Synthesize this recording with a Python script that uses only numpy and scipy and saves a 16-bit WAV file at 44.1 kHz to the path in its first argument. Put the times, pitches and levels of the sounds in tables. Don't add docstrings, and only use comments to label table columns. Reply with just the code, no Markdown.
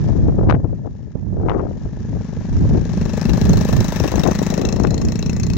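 import sys
import numpy as np
from scipy import signal
from scipy.fft import rfft, irfft, next_fast_len
from scipy.io import wavfile
from scipy.ndimage import uniform_filter1d, map_coordinates

SR = 44100
rng = np.random.default_rng(int(sys.argv[2]) if len(sys.argv) > 2 else 0)


def unload_audio(sound):
    columns = np.transpose(np.atleast_2d(sound))
    steps = np.round(np.clip(columns, -1, 1) * 32767)
    wavfile.write(sys.argv[1], SR, steps.astype(np.int16))


N = 245975


def from_db(db):
    return 10 ** (np.asarray(db) / 20)


def rms_one(x):
    return x / np.sqrt(np.mean(x ** 2) + 1e-20)


def evened(x):
    return x / np.sqrt(uniform_filter1d(x ** 2, SR // 10, axis=1) + 1e-12)


def in_time(rows):
    s, *columns = np.transpose(rows)
    return [np.interp(np.arange(N) / SR, s, column) for column in columns]


def coloured(x, points):
    size = next_fast_len(N + 4096)
    hz, db = np.transpose(points)
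    grid = np.maximum(np.fft.rfftfreq(size, 1 / SR), 1)
    gain = from_db(np.interp(np.log(grid), np.log(hz), db))
    return irfft(rfft(x, size) * gain, size)[..., :N]


def low_pass(x, hz, order=2):
    return signal.sosfilt(signal.butter(order, min(hz, .45 * SR), fs=SR, output="sos"), x + 1e-18)


def drift(per_s):
    steps = np.arange(N) / SR * per_s
    return rms_one(map_coordinates(rng.standard_normal(16384), [steps], order=2, mode="wrap"))


def port_noise(alike):
    shared, alike = rng.standard_normal(N), np.clip(alike, 0, 1)
    return np.sqrt(alike) * shared + np.sqrt(1 - alike) * rng.standard_normal((2, N))


def resonate(x, modes, order=1):
    out = 0
    for k, (hz, width_hz, db) in enumerate(modes):
        radius = np.exp(-np.pi * width_hz / SR)
        feed = np.array([1, 0, -1]) * (1 - radius * radius) / 2
        back = [1, -2 * radius * np.cos(2 * np.pi * hz / SR), radius * radius]
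        ring = x + 1e-18
        for _ in range(order):
            ring = signal.lfilter(feed, back, ring)
        out = out + (-1) ** k * from_db(db) * ring
    return out


def strokes(cycle, share, spread_db, delay_s=0, jitter_s=0):
    at = np.flatnonzero(np.diff(np.floor(cycle - share)))
    force, slip = np.clip(rng.standard_normal((256, 2)), -1.8, 1.8)[:len(at)].T
    shifted = at + ((delay_s + jitter_s * slip) * SR).astype(int)
    clicks = np.zeros(N)
    clicks[np.clip(shifted, 0, N - 1)] = from_db(spread_db * force)
    return clicks


def puffs(clicks, rise_s, decay_s):
    t = np.arange(SR // 10) / SR
    shape = (1 - np.exp(-(t / rise_s) ** 2)) * np.exp(-t / decay_s)
    return signal.fftconvolve(clicks, shape / shape.max())[:N]


def thump(clicks, modes):
    unit = resonate(signal.unit_impulse(SR // 10), modes, order=2)
    return resonate(clicks, modes, order=2) / np.abs(unit).max()


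# time in seconds, relative rumble level in dB.
BREEZE = [(0, -24.5), (.75, -28), (.95, -32), (1.15, -43), (1.4, -26), (2.35, -31.5), (2.62, -24.5),
          (4.5, -28), (5.58, -27.5)]
BREEZE_RIGHT_DB, BREEZE_FLUTTER_DB = -1.5, -10
BREEZE_SWING_DB, BREEZE_SWINGS_PER_S = 3, 15
# time of the height in seconds, length in seconds, then relative
# levels in dB of left rumble, right rumble and left flutter.
GUSTS = [(0.142, 0.13, -14.5, -57, -20.5), (0.26, 0.1, -17, -17, -26), (0.478, 0.14, -18.5, -15, -16.5),
         (0.707, 0.054, -22, -32.5, -26.5), (0.861, 0.026, -25, -44, -23.5), (1.325, 0.18, -43, -22, -40),
         (1.537, 0.17, -27.5, -26.5, -15), (2.19, 0.057, -27, -30, -41), (2.607, 0.12, -17, -15.5, -31.5),
         (2.72, 0.034, -14.5, -16, -19.5), (2.766, 0.026, -19, -21, -13.5), (3.316, 0.059, -12, -29, -18.5),
         (3.517, 0.13, -16.5, -12.5, -21), (3.773, 0.081, -25, -12, -23.5), (4.015, 0.016, -12, -39, -25),
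         (4.049, 0.025, -24, -34, -13.5), (4.17, 0.052, -16, -28, -15), (4.276, 0.045, -16.5, -41, -9),
         (4.618, 0.11, -37, -49, -15), (4.856, 0.17, -17, -47, -17), (5.058, 0.067, -20, -18.5, -21.5),
         (5.546, 0.37, -22.5, -21, -48)]
GUST_EDGE_DB = 3


def airflow():
    t, (breeze_db,) = np.arange(N) / SR, in_time(BREEZE)
    left_db, right_db = (breeze_db + BREEZE_SWING_DB * drift(BREEZE_SWINGS_PER_S) for _ in range(2))
    power = from_db([left_db, right_db + BREEZE_RIGHT_DB, left_db + BREEZE_FLUTTER_DB]) ** 2
    for s, length_s, *height_db in GUSTS:
        near = np.abs(t - s) < 2 * length_s
        swell = from_db(-GUST_EDGE_DB * (2 * (t[near] - s) / length_s) ** 2)
        power[:, near] += np.outer(from_db(height_db), swell) ** 2
    return 10 * np.log10(power)


# frequency in Hz, relative level in dB.
RUMBLE = [(12, -22.5), (28, -2), (55, 5.5), (110, 7.5), (180, 2), (260, -5), (400, -16), (900, -84.5)]
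FLUTTER = [(130, -15), (290, 9.5), (450, 3), (700, -4.5), (1000, -17.5), (1600, -31), (3000, -84)]
CRACKLE = [(400, 10), (1200, 4.5), (2500, -14.5), (4500, -32), (6500, -33), (9000, -47)]


def wind(left_db, right_db, flutter_db):
    rumble = evened(coloured(rng.standard_normal((2, N)), RUMBLE))
    lumps_db = 5.66 * np.array([drift(160) for _ in range(2)])
    eddies = rng.standard_normal((2, N)) * from_db(lumps_db)
    flutter, crackle = evened(coloured(eddies, FLUTTER)), evened(coloured(eddies, CRACKLE))
    rumble_db = np.array([left_db, right_db])
    both_db = np.array([flutter_db, 1.115 * right_db - 10.5])
    crackle_db = both_db - 32.0 + np.minimum(both_db - rumble_db, 8)
    return rumble * from_db(rumble_db + 4.0) + flutter * from_db(both_db - 3.0) + crackle * from_db(crackle_db)


# time in seconds (the swing crosses zero 4 ms later), relative
# level in dB over both ports, left minus right in dB, half swing in seconds.
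BUFFETS = [(0.088, -7.5, 29, 0.00047), (0.281, 0.5, 34, 0.00073), (0.383, -0.5, 22, 0.0013),
           (0.484, -1.5, 34, 0.00085), (0.538, -2, 33, 0.0016), (0.642, -3, 16.5, 0.0017),
           (0.856, -16.5, 39, 0.0004), (1.152, -9, -21, 0.00134), (1.853, -11.5, 10, 0.0023),
           (2.158, -13, 21, 0.0016), (2.646, -6, 19, 0.001), (2.747, -8.5, 35, 0.00063),
           (2.773, -5.5, 34, 0.0011), (4.137, -6, 30, 0.00031), (4.235, -2.5, 30, 0.0014),
           (4.414, -3, 38, 0.00055), (4.797, -7, 43.5, 0.00025), (4.846, -1.5, 42, 0.00024),]


def buffets():
    out, t = np.zeros((2, N)), np.arange(-SR // 100, SR // 10) / SR
    age = np.maximum(t, 0)
    shape = (1 - np.exp(-(age / 0.0012) ** 2)) * np.exp(-age / 0.01)
    shudder = rms_one(coloured(rng.standard_normal(N), FLUTTER))
    for s, db, pan_db, swing_s in BUFFETS:
        start = int((s + t[0]) * SR)
        span, phase = slice(start, start + len(t)), (t - .004) / swing_s
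        swing = phase * np.exp((1 - phase ** 2) / 2)
        burst = swing + 0.4 * shape * shudder[span]
        sides = from_db([[pan_db / 2], [-pan_db / 2]])
        out[:, span] += sides / np.linalg.norm(sides) * from_db(db) * burst
    return out


# time of the height in seconds,
# relative level in dB there, half length in seconds.
CRACKS = [(0.292, -27, 0.0046), (0.391, -27, 0.0045), (0.4927, -15, 0.00069), (0.4979, 1.5, 0.00082),
          (0.506, -19, 0.0012), (0.5092, -11, .0008), (0.5113, -13.5, 0.0015), (.525, -7.5, 0.0014),
          (0.5428, -16, 0.0013), (0.547, -18, 0.0027), (0.552, -24.5, 0.0012), (0.646, -24, 0.003),
          (1.487, -12, 0.0025), (1.497, -9.5, 0.0014), (1.5053, -14.5, 0.0021), (1.519, -16, 0.0023),
          (1.543, -26, 0.013), (1.597, -23, 0.016), (4.183, -15, 0.0025), (4.266, -12, .004),
          (4.32, -21, 0.0027), (4.847, -12.5, 0.0052)]
# frequency in Hz, relative level in dB.
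CRACK_TONE = [(200, -6), (500, 7.5), (1200, 2.5), (2500, -12), (4500, -26.5), (6500, -25.5), (8200, -49),
              (15000, -56)]
CRACK_TAIL_DB, CRACK_TAIL_S = -16, 0.0064
CRACK_DULLEST_HZ, CRACK_CYCLES = 1400, 5.1
GRAINS_PER_S = 1500


def cracks():
    out, t = np.zeros(N), np.arange(N) / SR
    crackle = coloured(rng.standard_normal(N) * from_db(5.9 * drift(GRAINS_PER_S)), CRACK_TONE)
    for s, db, half_s in CRACKS:
        near = np.abs(t - s) < .03
        age = t[near] - s
        tail = (age > 0) * from_db(CRACK_TAIL_DB) * np.exp(-np.abs(age) / CRACK_TAIL_S)
        shape = np.maximum(np.exp(-(age / half_s) ** 2), tail)
        burst = low_pass(shape * crackle[near], max(CRACK_DULLEST_HZ, CRACK_CYCLES / half_s))
        out[near] += from_db(db) * burst * np.linalg.norm(shape) / np.linalg.norm(burst)
    return out * from_db([[0], [-36]])


def ports(gusts):
    pressed = .85 * np.tanh(gusts / .85)
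    return low_pass(pressed, 7000, order=8) + from_db(-27) * pressed


# delay in seconds, level in dB.
ECHOES = [(.058, -16)]


def street(x):
    dull = low_pass(x, 2500)
    return sum(from_db(db) * np.pad(dull, ((0, 0), (int(s * SR), 0)))[:, :N] for s, db in ECHOES)


# time in seconds, frequency in Hz.
WHINE = [(1.7, 1741), (2.45, 1640), (3.3, 1701), (4.05, 1705), (4.45, 1877), (5.58, 1984)]
WHINE_DB, WHINE_FOLLOWS, WHINE_WIDTH_HZ = -7.5, 0.99, 116


def gears(cycle, near_db):
    mesh = np.exp(2j * np.pi * np.cumsum(in_time(WHINE)[0]) / SR)
    rough = low_pass(port_noise(alike=0.94) + 1j * port_noise(alike=0.69), WHINE_WIDTH_HZ)
    throb = 1 + 0.23 * np.cos(2 * np.pi * cycle)
    return from_db(WHINE_DB + WHINE_FOLLOWS * near_db) * rms_one((mesh * rough).real * throb)


# share of the cycle, relative level in dB.
KNOCKS = [(0.127, 2), (0.289, -10), (.47, -9.5), (0.953, 0.5)]
KNOCK_SPREAD_DB, KNOCK_JITTER_S = 4, 0.0006
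# frequency in Hz, width in Hz, level in dB.
CASING = [(850, 580, 1), (1677, 176, 6.5), (4130, 220, -17), (5510, 160, -9.5)]
# frequency in Hz, relative level in dB.
CLATTER = [(120, -14.5), (300, 2.5), (600, -4), (1100, -0.5), (2000, -1), (3100, -4.5), (6800, -1),
           (8000, -5), (9800, -28), (12000, -17.5), (15500, -30)]


def mechanics(cycle, level_db):
    knocks = sum(from_db(db) * strokes(cycle, share, KNOCK_SPREAD_DB, jitter_s=KNOCK_JITTER_S)
                 for share, db in KNOCKS)
    knocks = knocks * from_db(np.minimum(level_db + 40.0, 0))
    taps = puffs(knocks, rise_s=.0006, decay_s=.002)
    rustle = 0.83 * from_db(2.77 * drift(300))
    shake = port_noise(alike=0.58) * (rustle + taps)
    blows = from_db(14.0) * low_pass(knocks, 1500)
    sound = low_pass(resonate(shake + blows, CASING), 7900, order=6) + coloured(shake, CLATTER)
    far = low_pass(sound, 6890, order=12)
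    top = signal.sosfilt(signal.butter(6, 8500, "high", fs=SR, output="sos"), sound)
    top_gain = from_db(np.minimum(1.4 * (level_db + 36.5), 0))
    return from_db(level_db + 6.5) * (far + top * top_gain)


# frequency in Hz, width in Hz, relative level in dB.
AIRBOX = [(154, 105, 15.5), (443.6, 135, 3.5), (200, 38, 0.5)]
INTAKE_MOUTH = [(422.4, 191, 13), (616, 122, 4), (788, 134, 3.5), (956, 130, -8)]


def intake(cycle, thump_db, honk_db):
    gulps = strokes(cycle, 0, spread_db=1.8, delay_s=0.002262)
    honks = strokes(cycle, 0, spread_db=2.5, delay_s=0.002234, jitter_s=0.00027)
    return from_db(thump_db) * thump(gulps, AIRBOX) + from_db(honk_db) * thump(honks, INTAKE_MOUTH)


# time in seconds, throttle from 0 to 1.
THROTTLE = [(0, 0.55), (1.6, 0.86), (2.7, 0.99), (3.15, 0.75), (3.6, 0.78), (4.0, 0.13), (4.5, 0.66),
            (4.9, 1), (5.58, 1)]
# frequency in Hz with throttle shut, width in Hz, level in dB,
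# Hz added by full throttle.
SILENCER = [(480, 880, -5, 1.5), (1110, 70, 7, 29), (1700, 680, -4.5, -1.5), (2625, 92, 6, -1),
            (3850, 212, 5, 301), (5505, 240, 4, -0.5), (6213, 170, 7, 239)]
BURN_DETUNE, BURN_COLOUR_DB = .018, 2.8


def silencer(flow, blows):
    out, length, (throttle,) = np.zeros((2, N + SR)), SR // 10, in_time(THROTTLE)
    starts = np.flatnonzero(blows)
    for start, end in zip(starts, np.append(starts[1:], N)):
        modes = []
        for hz, width_hz, db, rise_hz in SILENCER:
            pitch = (hz + rise_hz * throttle[start]) * (1 + BURN_DETUNE * rng.standard_normal())
            modes.append((pitch, width_hz, db + BURN_COLOUR_DB * rng.standard_normal()))
        spit = np.pad(flow[:, start:end], ((0, 0), (0, length - (end - start))))
        out[:, start:start + length] += resonate(spit, modes)
    return low_pass(out[:, :N], 7250, order=6)


# frequency in Hz, width in Hz, relative level in dB.
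PIPE = [(183.3, 108, 5), (420, 124, -9)]
# frequency in Hz, relative level in dB.
JET = [(200, -31), (500, -10.5), (1000, -25.5), (3200, -15.5), (5000, -9.5), (7200, -8.5), (8200, -20),
       (9800, -43)]
HISS = [(9800, -35.5), (12000, -22), (15500, -26)]
SPIT_RISE_S, SPIT_DECAY_S, SPIT_GRAIN_DB = 0.0019, 0.002, 1.5


def exhaust(cycle, thump_db, spit_db, near_db):
    low = thump(strokes(cycle, 0, spread_db=4.0, delay_s=-0.0022), PIPE)
    blows = strokes(cycle, 0, spread_db=0.43, delay_s=-0.0021)
    blast = puffs(blows, SPIT_RISE_S, SPIT_DECAY_S)
    outflow = 0.12 * puffs(blows, rise_s=0.008, decay_s=0.016)
    grain = rms_one(from_db(SPIT_GRAIN_DB * drift(GRAINS_PER_S)))
    jet = port_noise(alike=0.37) * (blast + outflow) * grain
    front = from_db(12.0) * low_pass(blows, 920)
    hiss = coloured(jet, HISS) * from_db(0.94 * (near_db + 42.0))
    spit = silencer(jet + front, blows) + coloured(jet, JET) + hiss
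    return from_db(thump_db) * low + from_db(spit_db + 10.0) * spit


# time in seconds, relative clatter level in dB.
PASS = [(0, -44), (.42, -54), (.56, -59), (1.25, -59), (2.05, -49), (2.85, -43), (3.25, -37.5), (3.95, -33),
        (4.5, -36.5), (4.85, -45), (5.58, -45.5)]
# time in seconds, aim from 0 hidden to 1 straight on.
AIM = [(0, 0.15), (2.3, 0.098), (2.8, 0.41), (3.15, 0.69), (4.1, 0.61), (4.6, 0.83), (5.15, 0.95),
       (5.58, 0.94)]
# dB with throttle shut and silencer hidden, dB added by full throttle,
# dB added by full aim.
EXHAUST_LAW = (4.8, 18.4, 6.4)
SPIT_LAW = (-13, 0.56, 31.13)
INTAKE_LAW = (14, 14.1, 0)
PASSING_S, TURN_S, RIDER_SHADOW_DB = 5.82, 0.26, 8
HONK_DB, HONK_FOLLOWS, HONK_SHADOW_DB = 23, 1, 7


def engine_levels():
    (clatter_db,), (aim,), (throttle,) = in_time(PASS), in_time(AIM), in_time(THROTTLE)
    exhaust_db, spit_db, intake_db = (clatter_db + idle_db + throttle_db * throttle + aim_db * aim
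                                      for idle_db, throttle_db, aim_db in (EXHAUST_LAW, SPIT_LAW, INTAKE_LAW))
    past = .5 + .5 * np.tanh((np.arange(N) / SR - PASSING_S) / TURN_S)
    honk_db = HONK_DB + HONK_FOLLOWS * clatter_db - HONK_SHADOW_DB * past
    return exhaust_db, spit_db, intake_db - RIDER_SHADOW_DB * past, honk_db, clatter_db


# time in seconds, firings per second.
SPEED = [(0.0, 25.257), (1.0, 25.354), (1.8, 25.661), (2.2, 24.987), (2.6, 24.547), (3.0, 24.955),
         (3.3, 24.97), (3.6, 25.62), (3.9, 25.761), (4.2, 25.399), (4.5, 26.679), (4.8, 27.462),
         (5.1, 28.254), (5.35, 29.09), (5.58, 29.948)]
# time in seconds, left later by seconds.
PORT_LAG = [(0, -.00006), (2.3, 0), (3.7, .00007), (5.3, 0)]
# frequency in Hz, gain in dB.
RIGHT_PORT = [(230, -2.5), (500, -8), (1000, -6), (1700, -7.5), (2600, -9), (4000, -14.5), (5300, -26),
              (6500, -29), (8000, -28.5), (10000, 3.5), (13000, -4.5), (15500, 10.5)]


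def scene():
    cycle = np.cumsum(in_time(SPEED)[0]) / SR + 0.0011 * drift(12)
    exhaust_db, spit_db, intake_db, honk_db, clatter_db = engine_levels()
    bike = (exhaust(cycle, exhaust_db, spit_db, clatter_db) + intake(cycle, intake_db, honk_db)
            + mechanics(cycle, clatter_db) + gears(cycle, clatter_db))
    left, right = bike + street(bike)
    right = map_coordinates(right, [np.arange(N) + in_time(PORT_LAG)[0] * SR], order=5)
    gusts = wind(*airflow()) + buffets() + cracks()
    return np.array([left, coloured(right, RIGHT_PORT)]) + ports(gusts)


CUTOFF_HZ = 15800


def record(dry):
    return signal.sosfilt(signal.ellip(10, .1, 90, CUTOFF_HZ, fs=SR, output="sos"), dry)


dry = scene()
out = record(dry)
unload_audio(out)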